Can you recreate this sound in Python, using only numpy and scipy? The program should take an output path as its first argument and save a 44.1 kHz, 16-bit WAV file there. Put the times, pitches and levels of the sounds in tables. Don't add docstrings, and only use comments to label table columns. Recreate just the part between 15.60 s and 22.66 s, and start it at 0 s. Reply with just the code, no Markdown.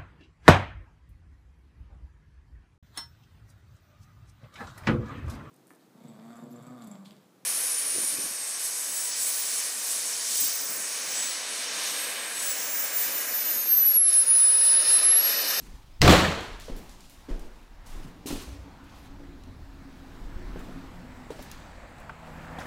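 import sys
import numpy as np
from scipy import signal
from scipy.fft import rfft, irfft, next_fast_len
from scipy.io import wavfile
from scipy.ndimage import uniform_filter1d, map_coordinates

SR = 44100
rng = np.random.default_rng(int(sys.argv[2]) if len(sys.argv) > 2 else 0)


def volts(x):
    e = np.asarray(x, float) / 20
    return 10 ** e


def digitize_waveform(pressure):
    field = np.atleast_2d(pressure).T
    bounded = np.clip(field, -1, 1)
    quanta = np.round(bounded * 32767).astype(np.int16)
    wavfile.write(sys.argv[1], SR, quanta)


N = 311346

# time_s, level_db
PASSAGE = [(0, -51.5), (.27, -64.5), (1.3, -58.5), (1.6, -60.5), (2.21, -62), (2.4, -51), (2.8, -57),
           (3.5, -54), (3.74, -54), (4.12, -54), (4.7, -50), (5.0, -45.5), (5.42, -51), (5.89, -50),
           (6.2, -55), (6.61, -55), (7.06, -48)]


def unit(x):
    return x / np.sqrt(np.mean(x ** 2) + 1e-20)


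def along(points, hz):
    f, v = np.transpose(points)
    return np.interp(np.log(hz + 1), np.log(f + 1), v)


def curves(rows):
    s, *cols = np.transpose(rows)
    return [np.interp(np.arange(N) / SR, s, c) for c in cols]


def wobble(rate, size=N):
    knots = rng.standard_normal(int(N * rate / SR) + 4)
    return map_coordinates(knots, [np.arange(size) * rate / SR])


def coloured(x, gain):
    m = next_fast_len(len(x) + 8192)
    return irfft(rfft(x, m) * gain(np.fft.rfftfreq(m, 1 / SR)), m)[:len(x)]


def rush(spectrum, patchy_db):
    z = signal.stft(rng.standard_normal(N + 512), nperseg=512)[2]
    field = uniform_filter1d(rng.standard_normal(z.shape), 6, 0)
    field = uniform_filter1d(field, 14, 1)
    x = signal.istft(z * volts(patchy_db * unit(field)), nperseg=512)[1][:N]
    return unit(coloured(x, lambda hz: volts(along(spectrum, hz))))


def add(track, s, sound):
    part = track[round(s * SR):][:len(sound)]
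    part += sound[:len(part)]


def fading_tone(t, db, hz, t60, attack):
    return -volts(db - 60 * t / t60) * np.sin(2 * np.pi * hz * t) * (1 - np.exp(-t / attack))


def strokes(rows):
    t = np.arange(N) / SR
    total = 0
    for s, db, rise, hold, fade in rows:
        climb_db = 20 * np.maximum(s - t, 0) / rise
        fall_db = fade * np.maximum(t - s - hold, 0)
        total = total + volts(db - climb_db - fall_db)
    return total


def hit(track, s, db, room_db, length, gain, attack=0.00081, ring=0):
    # pitch_hz, t60_s
    kitchen = [(60, 0.99), (150, 0.75), (500, 0.82), (2000, 0.84), (6000, 0.76), (14000, 0.56)]
    doorstep_s, outdoor_share = 4.5, 0.3
    t = np.arange(SR // 8) / SR
    x = coloured(rng.standard_normal(len(t)), gain)
    x = x * volts(-60 * t / length) * (1 - np.exp(-t / attack))
    x = x / np.abs(x).max() + ring
    hz, u, z = signal.stft(rng.standard_normal(SR), SR, nperseg=256)
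    t60 = along(kitchen, hz)[:, None] * (1 if s < doorstep_s else outdoor_share)
    tail = coloured(signal.istft(z * volts(-60 * u / t60), SR, nperseg=256)[1], gain)
    tail *= volts(1.46 * wobble(71.6, size=len(tail)))
    tail *= 1 - np.exp(-np.arange(len(tail)) / SR / 0.0027)
    add(track, s, volts(db) * x)
    add(track, s, volts(db + room_db) * tail * np.linalg.norm(x) / np.linalg.norm(tail))


def rumble():
    # pitch_hz, level_db
    rumble_colour = [(26, -44), (45, -0.5), (73, 2.5), (130, -10.5), (170, -36), (290, -120)]
    calm_db, open_db, opens_s, opening_s = -59, 7, 2.6, 0.12
    t = np.arange(N) / SR
    level_db = calm_db + open_db / (1 + np.exp((opens_s - t) / opening_s))
    return volts(level_db + 2.1 * wobble(6)) * rush(rumble_colour, patchy_db=1.8)


def murmur():
    # pitch_hz, level_db
    murmur_colour = [(59, -31), (100, -3.5), (173, -0.5), (205, -3), (264, -2.5), (303, -4.5), (354, -8),
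                     (399, -11), (450, -13), (580, -28), (990, -120)]
    level_db = curves(PASSAGE)[0]
    return volts(level_db + 0.78 * wobble(7.4)) * rush(murmur_colour, patchy_db=0.5)


def traffic():
    # time_s, level_db
    traffic_level = [(0, -64), (.1, -59), (.3, -66), (1.3, -58.5), (1.51, -64), (1.73, -57), (2.1, -62.5),
                     (2.34, -55), (2.6, -58.5), (2.9, -58), (3.3, -55), (3.6, -58.5), (4.12, -58.5),
                     (5.0, -51), (5.42, -53), (6.1, -51), (6.55, -50.5), (7.06, -44)]
    # pitch_hz, level_db
    traffic_colour = [(180, -43.5), (300, -19), (354, -3.5), (403, -29), (475, 1), (876, 2.5), (1060, 0),
                      (1730, -2.5), (2040, -5), (2560, -9.5), (5000, -30.5), (6500, -44), (11000, -120)]
    level_db = curves(traffic_level)[0]
    return volts(level_db + 0.23 * wobble(3.43)) * rush(traffic_colour, patchy_db=1.5)


def air_hiss():
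    # pitch_hz, level_db
    air_colour = [(1470, -20), (2500, -6.5), (3380, -4.5), (4130, -3.5), (4970, -7), (7710, -13),
                  (9070, -17), (15800, -17)]
    middle_db, murmur_middle_db, follow = -67.5, -55, 0.31
    draught_s, draught_width_s, draught_db = 4.9, 0.77, 2.5
    t = np.arange(N) / SR
    level_db = middle_db + follow * (curves(PASSAGE)[0] - murmur_middle_db)
    level_db += draught_db * np.exp(-((t - draught_s) / draught_width_s) ** 2)
    return volts(level_db + 1.5) * rush(air_colour, patchy_db=1.5)


def drone():
    # time_s, pitch_hz, level_db
    drone_path = [(2.75, 295, -70), (2.9, 292, -52.5), (3.1, 278, -54.5), (3.3, 280, -60.5),
                  (3.45, 280, -55), (3.7, 278, -56.5), (3.95, 255, -58.5), (4.08, 270, -63.5),
                  (4.25, 272, -51), (4.45, 265, -54.5), (4.6, 268, -51.5), (4.8, 262, -55.5),
                  (5.0, 245, -58), (5.2, 272, -46.5), (5.35, 250, -60), (5.5, 255, -48), (5.7, 250, -57),
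                  (5.9, 250, -75)]
    breath_hz, steady_share = 28, 1.1
    start = (0, drone_path[0][1], -120)
    end = (N / SR, drone_path[-1][1], -120)
    hz, level_db = curves([start, *drone_path, end])
    flutter = volts(2.2 * wobble(6.1))
    breathy = unit(wobble(breath_hz)) + 1j * unit(wobble(breath_hz)) + steady_share
    tone = (breathy * np.exp(2j * np.pi * np.cumsum(hz) / SR)).real
    return volts(level_db) * unit(flutter * tone)


def engine_hum():
    # time_s, pitch_hz, level_db
    engine_path = [(6.45, 143.6, -56), (6.494, 140, -52), (6.54, 157.1, -56), (6.65, 159.2, -54.5),
                   (6.806, 161.4, -51), (6.916, 163, -51.5), (7.06, 163.6, -50.5)]
    # pitch_multiple, level_db
    engine_orders = [(.5, -6), (1.5, -4.5), (3, -13)]
    hz, level_db = curves([(engine_path[0][0] - .2, engine_path[0][1], -90), *engine_path])
    phase = 2 * np.pi * np.cumsum(hz) / SR
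    hum = sum(volts(db) * np.sin(k * phase) for k, db in [(1, 0), *engine_orders])
    return 1.44 * volts(level_db + .8 * wobble(13)) * hum


def insects():
    # time_s, level_db
    insect_level = [(4, -90), (4.5, -78), (5.0, -77), (5.8, -69.5), (6.3, -70.5), (6.8, -71.5), (7.06, -68)]
    chorus = rush([(5500, -30), (6600, -5), (7200, -6), (7780, 1), (8100, -5), (8700, -13),
                   (9400, -7), (10500, -30)], patchy_db=1.0)
    return volts(curves(insect_level)[0]) * chorus


def chirps():
    # start_s, length_s, pitch_hz, level_db
    calls = [
        (.1, 0.055, 4900, -72),
        (.3, 0.088, 5230, -71),
        (5.1, .06, 11000, -73),
        (5.3, .12, 12500, -77),
        (6.05, 0.092, 9200, -78),
        (6.268, 0.073, 9300, -73),
        (6.68, .15, 12200, -74),
        (3.3, .2, 11800, -73),
    ]
    out = np.zeros(N)
    for s, length, centre_hz, db in calls:
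        n = round(length * SR)
        band = coloured(rng.standard_normal(SR // 4), lambda hz: np.exp(-((hz / centre_hz - 1) / 0.035) ** 2))
        add(out, s, volts(db) * unit(band)[:n] * np.hanning(n))
    return out


def sway():
    # centre_s, level_db, half_width_s
    swells = [(.13, -47, 0.06), (.9, -46, 0.54), (1.859, -43.5, 0.078), (2.3, -47.5, 0.29),
              (4.4, -52, 0.77), (4.78, -39, 0.18), (5.2, -45, 0.11), (5.4, -48, 0.065), (5.63, -55, 0.14),
              (5.95, -49, .08), (3.65, -51, 0.2), (6.3, -58, 0.3), (6.8, -56.5, 0.24)]
    calm_db = -60.5
    swing = rush([(8, -13.5), (16, -7.0), (26, -7.5), (40, -3.0), (60, -36.0), (90, -97.0)], patchy_db=0.3)
    t = np.arange(N) / SR
    level = volts(calm_db)
    level = level + sum(volts(db) * np.exp(-((t - s) / width) ** 2) for s, db, width in swells)
    return level * swing


def rustle():
    # full_s, level_db, rise_s, hold_s, fade_db_per_s
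    brushes = [
        (5.8, -61, .05, .04, 80),
        (5.89, -59.5, .08, 0.059, 40),
        (3.31, -64.5, .15, .1, 62),
        (2.74, -54, .03, .03, 60),
        (1.5, -69, .05, .05, 80),
    ]
    # pitch_hz, level_db
    leaf_colour = [(1200, -28), (2200, 0), (3500, 0), (5000, -3), (6800, -7), (8500, -22), (12000, -40)]
    grain = volts(1.5 * wobble(90))
    return strokes(brushes) * unit(grain * rush(leaf_colour, patchy_db=2.0))


def scuffs():
    # full_s, level_db, rise_s, hold_s, fade_db_per_s
    drags = [(0, -62, 0.0092, 0.046, 35), (1.29, -61, 0.91, 0.022, 17), (1.98, -72, .06, 0.045, 123),
             (2.272, -59.5, 0.03, 0.18, 117), (2.674, -43.5, 0.012, 0.016, 85),
             (2.823, -56, 0.067, 0.017, 300), (3.36, -63.5, 0.12, 0.1, 395), (4.35, -70, 0.079, 0.041, 60),
             (4.532, -68, .04, .01, 140), (4.992, -62.5, .04, .02, 46), (5.572, -74, 0.063, .01, 117),
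             (5.706, -57, .003, .012, 200), (5.826, -56, 0.12, .022, 300), (5.916, -58, 0.006, .012, 110),
             (6.64, -64.5, 0.11, 0.32, 100), (6.995, -57, .012, 0.061, 100)]
    # pitch_hz, level_db
    sole_colour = [(350, -18), (600, -13), (880, -5), (1050, 0), (1260, -6.5), (2030, -7.5), (2980, -4),
                   (6230, -10), (15800, -17.5)]
    grain = volts(1.5 * wobble(60))
    return strokes(drags) * volts(1.5) * unit(grain * rush(sole_colour, patchy_db=1.4))


def moans():
    # start_s, length_s, pitch_hz, level_db
    creaks = [
        (3.55, .25, 171, -55),
        (3.55, 0.25, 352, -54.5),
        (4.22, 0.24, 181.4, -59),
        (4.74, 0.16, 358, -49.5),
        (4.86, 0.47, 181, -50.5),
        (5.32, 0.14, 177, -46),
        (5.1, 0.21, 334, -57.5),
    ]
    out = np.zeros(N)
    for s, length, hz, db in creaks:
        u = np.arange(round(length * SR)) / SR
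        rough = volts(2.5 * wobble(35, size=len(u)))
        tone = np.sin(2 * np.pi * hz * u * (1 - 0.052 * u))
        add(out, s, volts(db + 0.5) * rough * np.sqrt(np.hanning(len(u))) * tone)
    return out


def floor_bounce():
    # start_s, level_db, pitch_hz, t60_s
    bounces = [(0.128, -38, 62, 0.21), (1.114, -18, 25.5, 0.18), (1.707, -17.5, 27.7, 0.3),
               (1.8, -27.5, 11.3, 0.43), (2.3, -25, 23.6, 0.39), (2.367, -23, 21, 0.25),
               (2.722, -24, 24, 0.26), (2.869, -34.5, 60, 0.68), (2.922, -38, 89, 0.35),
               (4.759, -15, 42, 0.048), (4.959, -33, 19.3, 0.67), (5.785, -32, 34, .19)]
    out, t = np.zeros(N), np.arange(SR // 2) / SR
    for s, db, hz, t60 in bounces:
        add(out, s, fading_tone(t, db, hz, t60, 1 / (hz * 3.3)))
    return out


def steps():
    # start_s, peak_db, knock_hz, t60_s, room_db
    footfalls = [(0.134, -46.5, 155, 0.061, -3), (1.079, -37, 488, 0.11, -4), (1.094, -39, 250, 0.081, 4),
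                 (1.199, -41, 220, 0.053, -5), (1.682, -43, 410, 0.078, 7), (1.685, -38.5, 276, 0.12, 6.5),
                 (1.699, -43, 243, 0.034, -16), (2.347, -46, 293, 0.047, 7.5), (2.443, -42, 180, 0.15, -7),
                 (2.6546, -34, 269, 0.15, -2), (2.7016, -28.5, 276, 0.12, -6), (2.7185, -31.5, 274, 0.11, -4),
                 (2.746, -34, 258, 0.15, -12), (2.868, -43, 302, 0.045, 6), (3.59, -48.5, 326, 0.09, 4.5),
                 (4.9667, -39, 325, .06, 0), (6.491, -33, 917, 0.04, -7), (6.983, -45, 800, 0.041, 3.5),
                 (7.009, -36, 1430, 0.036, -0.5),
                 (5.7011, -32.5, 432, 0.05, -1.5),
        (5.7896, -38.5, 550, 0.03, -10),
    ]
    knock_delay_s = .0028
    out, u = np.zeros(N), np.arange(SR // 8) / SR
    for s, db, knock_hz, t60, room_db in footfalls:
        hump = lambda hz: volts(-9 * np.log2((hz + 20) / knock_hz) ** 2) + volts(-19.0) / (1 + (hz / 3000) ** 2)
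        board = -np.sin(2 * np.pi * knock_hz * u) + 0.05 * np.sin(2 * np.pi * 0.99 * knock_hz * u)
        ring = 1.1 * board * volts(-60 * u / t60) * (1 - np.exp(-u / 0.0015))
        hit(out, s + knock_delay_s, db, room_db, t60, hump, 0.00043, ring)
    return out


def pebble():
    out = np.zeros(N)
    humps = lambda hz: .4 / (1 + ((hz - 2700) / 350) ** 2) + 1.0 / (1 + ((hz - 1400) / 250) ** 2)
    hit(out, 6.4945, -33, -10, 0.018, humps)
    return out


def ticks():
    # start_s, peak_db, centre_hz, room_db, fall_db an octave off centre
    rail = [(0.0024, -44, 6330, 7, 8), (0.807, -35.5, 4290, 4.5, 4.5), (0.9988, -37, 4120, 4, 2),
            (1.006, -40, 4330, 9, 9), (1.165, -37, 8000, 5.5, 1), (1.2935, -41, 5770, 3, 9),
            (1.406, -43.5, 4760, 6.5, 6), (1.4965, -43, 6520, 5.5, 2), (1.7013, -46, 5400, 9, 7),
            (1.794, -42, 5100, 3, 3), (2.261, -48.5, 6360, 15.5, 6), (2.66, -37.5, 5940, 17.5, 4),
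            (2.686, -29.5, 6060, -1, 11), (2.821, -44, 4500, 0, 4), (3.241, -52, 5000, 3, 1),
            (3.295, -48.5, 3970, -3, 13), (3.836, -46, 4050, -4, 5)]
    # start_s, peak_db, centre_hz, fall_db
    sand = [
        (4.992, -45, 4030, 2),
        (5.7045, -46, 4590, 8),
        (5.792, -45, 5090, 6),
        (5.824, -40, 13000, 5),
        (6.3824, -49, 4595, 4),
        (6.3994, -51, 9000, 4),
        (6.986, -44, 6450, 12),
        (7.003, -40.5, 5800, 27),
    ]
    grit = [
        (5.9142, -33, 5000, 1.5),
        (5.825, -42, 3300, 8),
        (6, -51, 6300, 12),
    ]
    contacts = list(rail)
    for rows, room_db in ((sand, 1), (grit, -22)):
        contacts += [(s, db, hz, room_db, fall) for s, db, hz, fall in rows]
    out = np.zeros(N)
    for s, db, centre_hz, room_db, fall_db in contacts:
        hump = lambda hz: volts(-fall_db * np.log2((hz + 20) / centre_hz) ** 2)
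        hit(out, s, db, room_db, 0.014, hump, attack=0.00084)
    return out


def clinks():
    # start_s, level_db, pitch_hz, t60_s
    rings = [(.4171, -10, 1974, .02), (.4173, -14, 5400, .012), (.4172, -15, 3850, .014),
             (.4174, -15, 4700, .012), (.417, -20, 2900, .014), (.4172, -22, 7900, .012),
             (.45, -16.5, 720, .12), (.436, -21, 4200, 0.028), (0.48, -11, 2460, 0.025),
             (.4767, -17, 3400, 0.025), (.4775, -15, 1160, 0.071), (.494, -18, 3540, .015),
             (.4905, -15, 900, 0.029), (.502, -14, 305, 0.11), (.535, -15.5, 515, 0.13),
             (0.6484, -21.5, 1760, 0.058), (1.0835, -37, 530, 0.074), (2.6578, -37, 380, .04),
             (2.6598, -45, 2350, .025), (2.6745, -33, 300, .07), (2.7285, -30, 270, .05),
             (2.707, -40, 950, .05), (2.675, -38, 6400, .03), (2.8, -43, 4300, .025),
             (5.7041, -30, 483, .05), (5.7164, -34.5, 310, 0.043), (5.792, -48, 3200, .02),
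             (5.7931, -38, 740, 0.038), (5.7928, -41, 432, .04), (5.7045, -41, 950, 0.055),
             (5.9, -51, 11500, .02), (6.9855, -34, 755, .06), (6.9858, -43, 295, .07),
             (6.991, -40, 1880, .05), (6.986, -40, 3350, .03), (6.989, -43, 3800, .03),
             (7.003, -45, 600, 0.037), (7.006, -41, 1020, .04), (7.005, -42, 1900, .03),
             (7.011, -36, 1600, .05), (7.028, -41, 630, .05), (7.038, -42, 1100, 0.037),
             (7.055, -38, 1800, .03), (6.4945, -38, 1400, .05), (6.495, -40, 1130, .04),
             (6.497, -42.5, 883, .09)]
    out, t = np.zeros(N), np.arange(SR // 8) / SR
    for s, db, hz, t60 in rings:
        add(out, s, fading_tone(t, db, hz, t60, 0.00027))
    return out


def pushes():
    # centre_s, peak_db, half_width_ms, direction
    blunt = [(.4478, -11, .5, -1), (.4525, -12, .5, -1), (.471, -9, .6, -1), (.4855, -11, .5, -1),
             (.4925, -10, .5, -1), (.503, -10, .5, -1), (.5065, -5, .6, -1), (.519, -11, .5, -1),
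             (.5405, -10, .5, -1), (.556, -14, .4, -1), (4.9595, -28, .45, 1), (4.9617, -26, .4, 1),
             (4.9687, -33, .6, -1), (5.7046, -31, .45, -1), (5.7925, -33, .3, 1), (6.9858, -36, .25, -1),
             (6.9897, -34, .25, -1), (7.0111, -30, .25, -1)]
    half = 220
    out, ms = np.zeros(N), np.arange(-half, half + 1) / SR * 1000
    for s, db, width_ms, direction in blunt:
        add(out, s - half / SR, direction * volts(db) * np.exp(-(ms / width_ms) ** 2))
    return out


def puffs():
    # centre_s, level_db, pitch_hz
    air_pulses = [
        (0.402, -29, 60),
        (0.413, -12.5, 110),
    ]
    out, t = np.zeros(N), np.arange(SR // 10) / SR
    for s, db, hz in air_pulses:
        add(out, s - .02, -volts(db) * np.exp(-((t - .02) * hz * 4.1) ** 2))
    return out


def thumps():
    # start_s, level_db, pitch_hz, t60_s
    booms = [(.423, -19.5, 86.3, 0.85), (.445, -21, 86, .2), (.48, -11.5, 82, .12), (.515, -24, 78, .7),
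             (.64, -26, 81.7, 0.43), (.74, -32, 78.2, 0.31), (.425, -16, 141.4, 0.3),
             (.462, -19, 170, 0.11), (0.4753, -14, 160, 0.076), (0.4901, -8, 180.5, 0.1),
             (0.505, -11, 169, 0.11), (0.5258, -7, 186, 0.097), (.568, -18, 170, .2),
             (.615, -24.5, 190.5, 0.43), (.675, -22, 163, .15), (.4885, -26, 45, .4), (.45, -24, 62, .4),
             (.44, -19, 200, .2), (.445, -21, 45, .3)]
    out, t = np.zeros(N), np.arange(SR) / SR
    for s, db, hz, t60 in booms:
        add(out, s, fading_tone(t, db, hz, t60, 0.0037))
    return out


def bolt():
    bolt_times = (.4105, .4165)
    # peak_db, room_db, length_s
    latch = [
        (-33, -6, .04),
        (-6.5, 6, 0.011),
    ]
    # pitch_hz, level_db
    bolt_colour = [(350, -27), (700, -12), (1350, -6), (1970, -3), (3270, -6), (5580, -5.5), (6900, -14),
                   (7900, -12.5), (9500, -22), (12000, -22), (15800, -23)]
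    out = np.zeros(N)
    for s, contact in zip(bolt_times, latch):
        hit(out, s, *contact, lambda hz: volts(along(bolt_colour, hz)), 0.00044)
    return out


def slam():
    # start_s, peak_db, panel_ring_db, room_db, length_s
    contacts = [
        (0.421, -14.5, -4, 5.5, 0.17),
        (.445, -14.5, -2.5, 11, 0.063),
        (0.4769, -1.5, -10.5, 4.5, 0.036),
        (.494, -10, -10, 5, 0.058),
        (.505, -9, -7.5, 4.5, 0.073),
        (0.521, -12.5, -14, 4.5, 0.18),
    ]
    # pitch_hz, level_db, t60_s
    panel = [(651, -8, 0.38), (1338, -14, 0.46), (1630, -18, 0.4), (196.7, -7.5, 0.85), (312, -3.5, 0.64),
             (378, -2.5, 0.4), (486.6, 1, 0.43), (564, -6, 0.27), (725, -0.5, 0.37), (750, -12, 0.48),
             (1153, -15, 1), (1762, -12.5, 0.7)]
    # pitch_hz, level_db
    bang_colour = [(25, -26), (60, -10), (115, -12), (160, -12), (270, -9.5), (500, -9), (790, -13),
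                   (1060, -11.5), (2300, -17), (4400, -19), (4900, -28), (7600, -28), (8600, -34),
                   (11000, -37.5), (12200, -35.5), (15800, -44)]
    loose_tilt_db, seated_tilt_db, seating_db_per_s = -4, 0.28, 103
    out, t = np.zeros(N), np.arange(SR) / SR
    for s, db, ring_db, room_db, length in contacts:
        tilt_db = min(loose_tilt_db + seating_db_per_s * (s - contacts[0][0]), seated_tilt_db)
        bang = lambda hz: volts(along(bang_colour, hz) + tilt_db * np.log2(hz / 1000 + 0.032))
        hit(out, s, db, room_db, length, bang, 0.00044)
        ring = np.zeros(SR)
        for hz, level, t60 in panel:
            ring += volts(level + rng.normal(0, 0.93) - 60 * t / t60) * np.sin(2 * np.pi * hz * t)
        add(out, s, volts(db + ring_db - 7.0) * ring * (1 - np.exp(-t / 0.0019)))
    return out


def scene():
    outside = rumble() + murmur() + traffic() + air_hiss() + drone() + engine_hum() + insects() + chirps()
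    walker = sway() + rustle() + scuffs() + moans() + floor_bounce() + steps() + pebble()
    contacts = ticks() + clinks() + pushes()
    door = puffs() + thumps() + bolt() + slam()
    return (outside + walker + contacts + door)[None]


def band_limit(x):
    return signal.sosfilt(signal.butter(12, 15830, fs=SR, output="sos"), x)


def record(dry):
    held = dry / (1 + np.abs(dry / .72) ** 6) ** (1 / 6)
    held = coloured(held[0], lambda hz: hz < 15850)[None]
    return band_limit(held)


dry = scene()
out = record(dry)
digitize_waveform(out)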